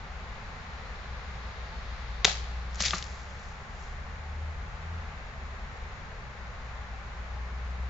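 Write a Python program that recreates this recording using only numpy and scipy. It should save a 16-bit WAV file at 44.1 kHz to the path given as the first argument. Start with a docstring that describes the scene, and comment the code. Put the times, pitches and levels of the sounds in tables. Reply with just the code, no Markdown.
"""A lawn in front of a stone wall; a small stereo camera stands a few metres from a full carton on a post.
Distant traffic drones throughout, a far engine comes through, and a gust builds in the leaves.
At 2.25 s a sword slices the carton: the card tears in one crack, air pockets pop, spray hisses out
and the wall echoes. Half a second later, as the gust dies, the liquid showers onto the grass and the
cut top lands with a hollow knock. Last, the swordsman's shoe brushes faintly through the grass."""
import sys
import numpy as np
from scipy import signal
from scipy.fft import rfft, irfft, next_fast_len
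from scipy.io import wavfile
from scipy.ndimage import uniform_filter1d, minimum_filter1d

SR = 44100
rng = np.random.default_rng(int(sys.argv[2]) if len(sys.argv) > 2 else 0)


def unload_wav(signal):
    """Save mono or channel-first audio to the path in sys.argv[1] as 16-bit WAV at rate SR, clipped to [-1, 1]."""
    wavfile.write(
        sys.argv[1],
        SR,
        np.round(np.clip(np.atleast_2d(signal).T, -1, 1) * 32767).astype(np.int16),
    )


N = 347949
T = np.arange(N) / SR
CUT_S = 2.2456  # the blade enters the carton

# the blade breaks the carton's walls and folds: (time [s], relative level [dB])
CARD_CRACKS = [(2.2453, -2), (2.2463, -7), (2.2478, -9), (2.2499, -5), (2.2507, 5.5), (2.2519, -5)]
# resonances of the card walls: (frequency [Hz], width [Hz], relative level [dB])
CARTON_MODES = [(1560, 480, -9.5), (2098, 267, -1), (2622, 440, -2.5), (3610, 540, 5), (4280, 200, 1.5),
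                (5600, 600, -7.5), (6600, 700, -14)]
# air pockets pop as the carton opens and the liquid lands: (time [s], level [dB], frequency [Hz])
AIR_POCKETS = [(2.249, -17, 419), (2.2505, -19.5, 746), (2.251, -37, 148.8), (2.277, -33, 182.9),
               (2.2778, -20.5, 730), (2.306, -29, 765), (2.804, -29.5, 587), (2.806, -32.5, 192),
               (2.836, -40, 560), (2.934, -28, 762), (2.937, -28, 178)]
# spectra of the flying spray, the landing shower and its fat drops: (frequency [Hz], relative level [dB])
SPRAY_COLOUR = [(150, -35), (600, -3), (1300, -4), (2400, -1.5), (4200, 1.5), (5600, -3), (7500, -7)]
SHOWER_COLOUR = [(80, -9), (190, 4), (400, -13.5), (1100, -16), (1900, 1.5), (2900, -1.5), (4400, 3),
                 (7400, -1.5)]
DROPS_COLOUR = [(300, -17), (1100, -13), (1900, 0.5), (2900, -7), (4400, -2.5), (7000, -1)]
# the liquid lands in three masses: (time [s], level [dB])
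LANDING_SURGES = [(2.81, -30), (2.855, -27), (2.947, -36)]
# single large gouts slap the lawn: (time [s], relative level [dB], centre frequency [Hz])
GOUT_SLAPS = [(2.745, -29, 6400), (2.756, -29, 6800), (2.8038, -11.5, 5500), (2.8039, -21.5, 1300),
              (2.822, -13, 5800), (2.836, -15.5, 2200), (2.8537, -21, 4500), (2.86, -13, 5200),
              (2.882, -14.5, 3400), (2.907, -12.5, 3500), (2.944, -32, 5000), (2.982, -21.5, 5500),
              (3.0252, -22.5, 3800), (3.04, -26.5, 5000)]
# the cut top hits the turf: (time [s], relative level [dB], decay time [s])
TOP_KNOCKS = [(2.9331, -16.5, 0.00328), (2.9364, -15.5, 0.021)]
# resonances of the cut top: (frequency [Hz], width [Hz], relative level [dB])
TOP_MODES = [(360, 77, -1.5), (706, 140, -7), (1216, 120, 2), (1367, 78, 3), (1670, 86, -3.5),
             (1960, 98, -11.5), (2500, 610, -11.5), (4400, 1100, -28)]
# the swordsman draws his leg in and steps aside: (time [s], level [dB], time to fade by 20 dB [s])
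SHOE_BRUSHES = [(3.46, -59.5, 0.3), (3.83, -57.5, 0.2), (5.77, -61, 0.01)]
# spectra of brushed grass and rustling leaves: (frequency [Hz], relative level [dB])
GRASS_COLOUR = [(1000, -19.5), (2500, -7.5), (5000, 1.5), (7000, 1.5)]
LEAVES_COLOUR = [(800, -22), (2000, 3), (3000, -3), (3800, 1.5), (4600, -2), (5600, -8.5), (7400, -24.5)]
# a far engine pulls up through one gear, shifts, slows and pulls again: (time [s], firing rate [Hz])
ENGINE_SPEED = [(1.1, 61), (1.6, 56), (2.6, 60.6), (4, 71.8), (4.95, 81), (5.3, 71), (6.8, 58.7),
                (7.89, 63.5)]
# how loudly it comes through between the buildings: (time [s], relative level [dB])
ENGINE_LEVEL = [(0.9, -58), (0.94, -48.5), (1.23, -41.5), (2.24, -41.5), (2.55, -34.5), (3.72, -50),
                (4.44, -34.5), (4.77, -50.5), (4.93, -36.5), (5.26, -50.5), (5.42, -43.5), (6.39, -52),
                (6.45, -42.5), (7.09, -46.5), (7.11, -38.5), (7.89, -34.5)]
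# a deeper idling drone swells and fades: (time [s], relative level [dB])
DRONE_LEVEL = [(0.0, -60), (0.31, -45.5), (0.94, -57), (0.99, -45), (1.4, -53), (1.67, -39.5), (3.34, -57),
               (3.89, -46), (5.89, -45.5), (6.44, -54.5), (7.89, -50.5)]
# distant traffic: (frequency [Hz], density [dB per Hz], left-right likeness [-1..1], left - right [dB])
TRAFFIC_SPECTRUM = [(20, -69, 0.88, 0), (65, -59.5, 0.99, 3), (97, -69, 0.85, -2), (190, -74, 0.94, 1.5),
                    (384, -78.5, 0.87, 1), (650, -79.5, 0.76, 0.5), (900, -76, 0.57, -0.5),
                    (1406, -78.5, 0.31, 1.5), (2036, -80, -.1, 3.5), (3120, -91.5, 0.22, 3),
                    (4030, -92, 0, 3.5), (5070, -97, 0.2, 0.5), (6710, -99, 0.2, .5), (7850, -106, 0.71, 1)]
# narrow dips in the camera's response: (frequency [Hz], width [Hz])
CAMERA_NOTCHES = [(302, 203.5), (960, 42)]


def sword_cut(crack_s=0.0003, crossing_s=0.0064):
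    """A few metres off, the edge cracks the near wall, tears across and bursts out of the far wall."""
    carton = body(CARTON_MODES)
    cracks = through(sum(blow(s, db, crack_s, grit=0.35) for s, db in CARD_CRACKS), carton)
    blade_inside = swell(CUT_S, db=-19.5, rise_db_per_s=45000, fall_db_per_s=2800, hold_s=crossing_s)
    tearing = patter(4800, 2.5, carton) * blade_inside
    left, right = place(undb(7.5) * cracks + tearing, pan_db=3)
    # the sound reaches the left microphone half a sample later
    return np.array([signal.lfilter([1 / 3, 1], [1, 1 / 3], left), right])


def air_pockets(decay_cycles=2.2, attack_s=0.00016):
    """Each pocket of air rings for a few cycles, like a cork pulled from a jar."""
    pops = np.zeros(N)
    for s, db, hz in AIR_POCKETS:
        t = np.maximum(T - s, 0)
        envelope = np.exp(-t * hz / decay_cycles) * (1 - np.exp(-t / attack_s))
        pops += undb(db) * np.sin(2 * np.pi * hz * t) * envelope
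    return place(pops, pan_db=0.5)


def spray(delay_s=0.012):
    """Spray bursts out behind the blade, wide across the microphones; a fine mist hangs on."""
    burst = swell(CUT_S + delay_s, db=-28.5, rise_db_per_s=2900, fall_db_per_s=194, hold_s=0.022)
    mist = swell(CUT_S + delay_s, db=-47, rise_db_per_s=2900, fall_db_per_s=69, hold_s=0.097)
    return cloud(together([burst, mist]), SPRAY_COLOUR, per_s=6000, spread_db=6, width=3.5, pan_db=3.5)


def shower():
    """The bulk of the liquid lands on the lawn with fat drops in it; stray drops thin out slowly."""
    masses = [swell(s, db, rise_db_per_s=750, fall_db_per_s=265) for s, db in LANDING_SURGES]
    strays = swell(2.828, db=-43.5, rise_db_per_s=196, fall_db_per_s=37.5)
    landing = together(masses + [strays])
    fine_drops = cloud(landing, SHOWER_COLOUR, per_s=1100, spread_db=2, width=0.71, pan_db=2.5)
    fat_drops = cloud(landing, DROPS_COLOUR, per_s=220, spread_db=3, width=0.5, pan_db=3.6)
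    return fine_drops + undb(-7) * fat_drops


def gouts(flatten_s=0.0023):
    """Each gout flattens on the grass with one broad, dead resonance."""
    slaps = sum(through(blow(s, db, flatten_s, grit=1.4), body([(hz, 0.51 * hz, 0)]))
                for s, db, hz in GOUT_SLAPS)
    return place(undb(9) * slaps, pan_db=5)


def cut_top(turf_hz=3200):
    """The severed half knocks like a small open box; the turf softens the blow."""
    knocks = through(sum(blow(*knock, grit=0.6) for knock in TOP_KNOCKS), body(TOP_MODES))
    softened = signal.lfilter(*signal.butter(2, turf_hz, fs=SR), knocks)
    return place(undb(14.5) * softened, pan_db=4)


def shoe():
    """A shoe brushes the grass, left of centre, in a haze of tiny clicks."""
    steps = together([swell(s, db, 20 / fade_s, 20 / fade_s) for s, db, fade_s in SHOE_BRUSHES])
    return cloud(steps, GRASS_COLOUR, per_s=2500, spread_db=4.5, width=0.8, pan_db=4)


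def stone_wall(near, echo_s=0.046, echo_db=-19, smear_s=0.0027, tail_db=-17, t60_s=0.25):
    """Rough stone behind the post returns a smeared echo and a thin tail, unlike at each microphone."""
    t, returns = T[:30000], []
    for channel in near:
        echo = np.exp(-np.abs(t - echo_s) / smear_s) * rng.standard_normal(len(t))
        tail = undb(-60 * t / t60_s) * np.minimum(t / echo_s, 1) * rng.standard_normal(len(t))
        response = undb(echo_db) * unit_energy(echo) + undb(tail_db) * unit_energy(tail)
        returns.append(through(channel, response))
    return np.array(returns)


def leaves():
    """One gust builds slowly in the leaves and drops away after the cut."""
    gust = swell(1.78, db=-54, rise_db_per_s=4, fall_db_per_s=16.5, hold_s=0.7)
    return cloud(gust, LEAVES_COLOUR, per_s=12000, spread_db=3, width=1.8, pan_db=4)


def far_engine(wobble=0.00735, flutter_db=0.86, boom_hz=160.6, boom_width_hz=12, emerge_db_per_s=42):
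    """Only the lowest three exhaust orders carry as far as the lawn, wavering on the way."""
    firing_hz = np.interp(T, *np.transpose(ENGINE_SPEED))
    db = np.interp(T, *np.transpose(ENGINE_LEVEL))
    phase = 2 * np.pi * np.cumsum(firing_hz * (1 + wobble * walk(9))) / SR
    # the second order stays faint until it climbs into a resonance
    boom_db = 11 / (1 + (2 * (2 * firing_hz - boom_hz) / boom_width_hz) ** 2)
    orders_db = [db - 0.5, boom_db - 61, db - 23]
    tone = sum(undb(level + flutter_db * walk(5.2)) * np.sin(order * phase)
               for order, level in enumerate(orders_db, 1))
    fade_in = undb(-emerge_db_per_s * np.maximum(ENGINE_LEVEL[0][0] - T, 0))
    return place(np.sqrt(2) * tone * fade_in, pan_db=1.5)


def idling_drone(hz=40.6, wobble=0.035, flutter_db=2.5):
    """One deep, unsteady tone sits under the traffic, dead centre."""
    phase = 2 * np.pi * np.cumsum(hz * (1 + wobble * walk(7.8))) / SR
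    db = np.interp(T, *np.transpose(DRONE_LEVEL)) - 1.5 + flutter_db * walk(6.2)
    return np.sqrt(2) * np.sin(phase) * undb(db)


def traffic_wash(flutter_db=0.33, ease_db_per_s=0.0555):
    """Diffuse far traffic slowly eases off: alike at both microphones in the bass, less so higher up."""
    hz, *columns = np.transpose(TRAFFIC_SPECTRUM)
    size = 2 * next_fast_len(N // 2 + 1)
    db, likeness, pan_db = (over_bins(hz, column, size) for column in columns)
    white = rfft(rng.standard_normal((2, size))) * np.sqrt(SR) / 2
    mid, side = white * np.sqrt([1 + likeness, 1 - likeness])
    wash = irfft([(mid + side) * undb(db + pan_db / 2), (mid - side) * undb(db - pan_db / 2)])[:, :N]
    return wash * undb(flutter_db * walk(4.1) - ease_db_per_s * (T - T.mean()))


def blow(s, db, decay_s, grit):
    """One contact: a sharp push and a short burst of crumpling."""
    t = T[:N - int(s * SR)]
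    force = grit * unit_energy(np.exp(-t / decay_s) * rng.standard_normal(len(t)))
    force[0] += 1
    return np.pad(undb(db) * force / np.hypot(1, grit), (N - len(t), 0))


def body(modes):
    """Unit-energy response of a body's damped resonances."""
    t = T[:4096]
    return unit_energy(sum(undb(db) * width * np.exp(-np.pi * width * t) * np.cos(2 * np.pi * hz * t)
                           for hz, width, db in modes))


def patter(per_s, spread_db, response):
    """Random clicks of unequal size, each sounding the response; rms 1."""
    sizes = undb(spread_db * np.minimum(rng.exponential(size=N), 4)) * rng.choice([-1, 1], N)
    clicks = sizes * (rng.random(N) < per_s / SR)
    return unit_rms(band_limit(through(clicks, response)))


def cloud(gain, spectrum, per_s, spread_db, width, pan_db):
    """Clicks over an area: one patter reaches both microphones, and each has its own, scaled by width."""
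    middle, left, right = (patter(per_s, spread_db, colour(spectrum)) for _ in range(3))
    return place(middle + width * np.array([left, right]), pan_db) / np.hypot(1, width) * gain


def colour(spectrum, size=2048):
    """Minimum-phase response of unit energy with the given spectrum."""
    cepstrum = irfft(np.log(undb(over_bins(*np.transpose(spectrum), size))))
    cepstrum[1:size // 2] *= 2
    cepstrum[size // 2 + 1:] = 0
    return unit_energy(irfft(np.exp(rfft(cepstrum))))


def over_bins(hz, values, size):
    """Values joined on a log-frequency axis, one for each bin of a transform."""
    return np.interp(np.log(np.arange(size // 2 + 1) * SR / size + 1), np.log(hz), values)


def swell(s, db, rise_db_per_s, fall_db_per_s, hold_s=0):
    """Gain that rises to its level at time s, holds, and falls again."""
    early, late = np.maximum(s - T, 0), np.maximum(T - s - hold_s, 0)
    return undb(np.maximum(db - rise_db_per_s * early - fall_db_per_s * late, -200))


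def together(gains):
    """Gain of overlapping noises: their powers add."""
    return np.linalg.norm(gains, axis=0)


def walk(per_s):
    """Slow wander: held random levels smoothed twice; rms 1."""
    hold = int(SR / per_s)
    steps = np.repeat(rng.standard_normal(N // hold + 1), hold)
    return unit_rms(uniform_filter1d(uniform_filter1d(steps, hold), hold)[:N])


def through(x, response):
    """Pass a sound through a response."""
    return signal.oaconvolve(x, response)[:N]


def place(x, pan_db):
    """Make a sound pan_db louder at the left microphone than at the right."""
    return x * undb(np.array([[pan_db], [-pan_db]]) / 2)


def undb(db):
    """Decibels to gain."""
    return 10 ** (np.asarray(db) / 20)


def unit_rms(x):
    """Scale to rms 1."""
    return x / np.sqrt(np.mean(x ** 2))


def unit_energy(x):
    """Scale to energy 1."""
    return x / np.linalg.norm(x)


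def band_limit(x, top_hz=7600):
    """Steep low-pass at the top of the camera's band."""
    return signal.sosfilt(signal.butter(26, top_hz, fs=SR, output="sos"), x)


def limiter(x, ceiling=0.9, size=9):
    """The camera's gain dips smoothly around any peak above the ceiling."""
    gain = ceiling / np.maximum(np.abs(x).max(axis=0), ceiling)
    held = minimum_filter1d(gain, 2 * size + 1)
    return x * uniform_filter1d(uniform_filter1d(held, size), size)


def scene():
    """From the camera's spot: the cut and its aftermath close by, the wall behind, traffic far off."""
    footwork, rustle = shoe(), leaves()
    near = sword_cut() + air_pockets() + spray() + shower() + gouts() + cut_top() + footwork
    far = traffic_wash() + idling_drone() + far_engine()
    return near + stone_wall(near) + rustle + far


def record(dry):
    """The small camera notches two narrow bands, limits peaks and loses the high treble."""
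    leak = 0.078  # share that slips past each notch
    for hz, width in CAMERA_NOTCHES:
        notched = signal.lfilter(*signal.iirnotch(hz, hz / width, fs=SR), dry)
        dry = leak * dry + (1 - leak) * notched
    return band_limit(limiter(band_limit(dry)))


dry = scene()
out = record(dry)
unload_wav(out)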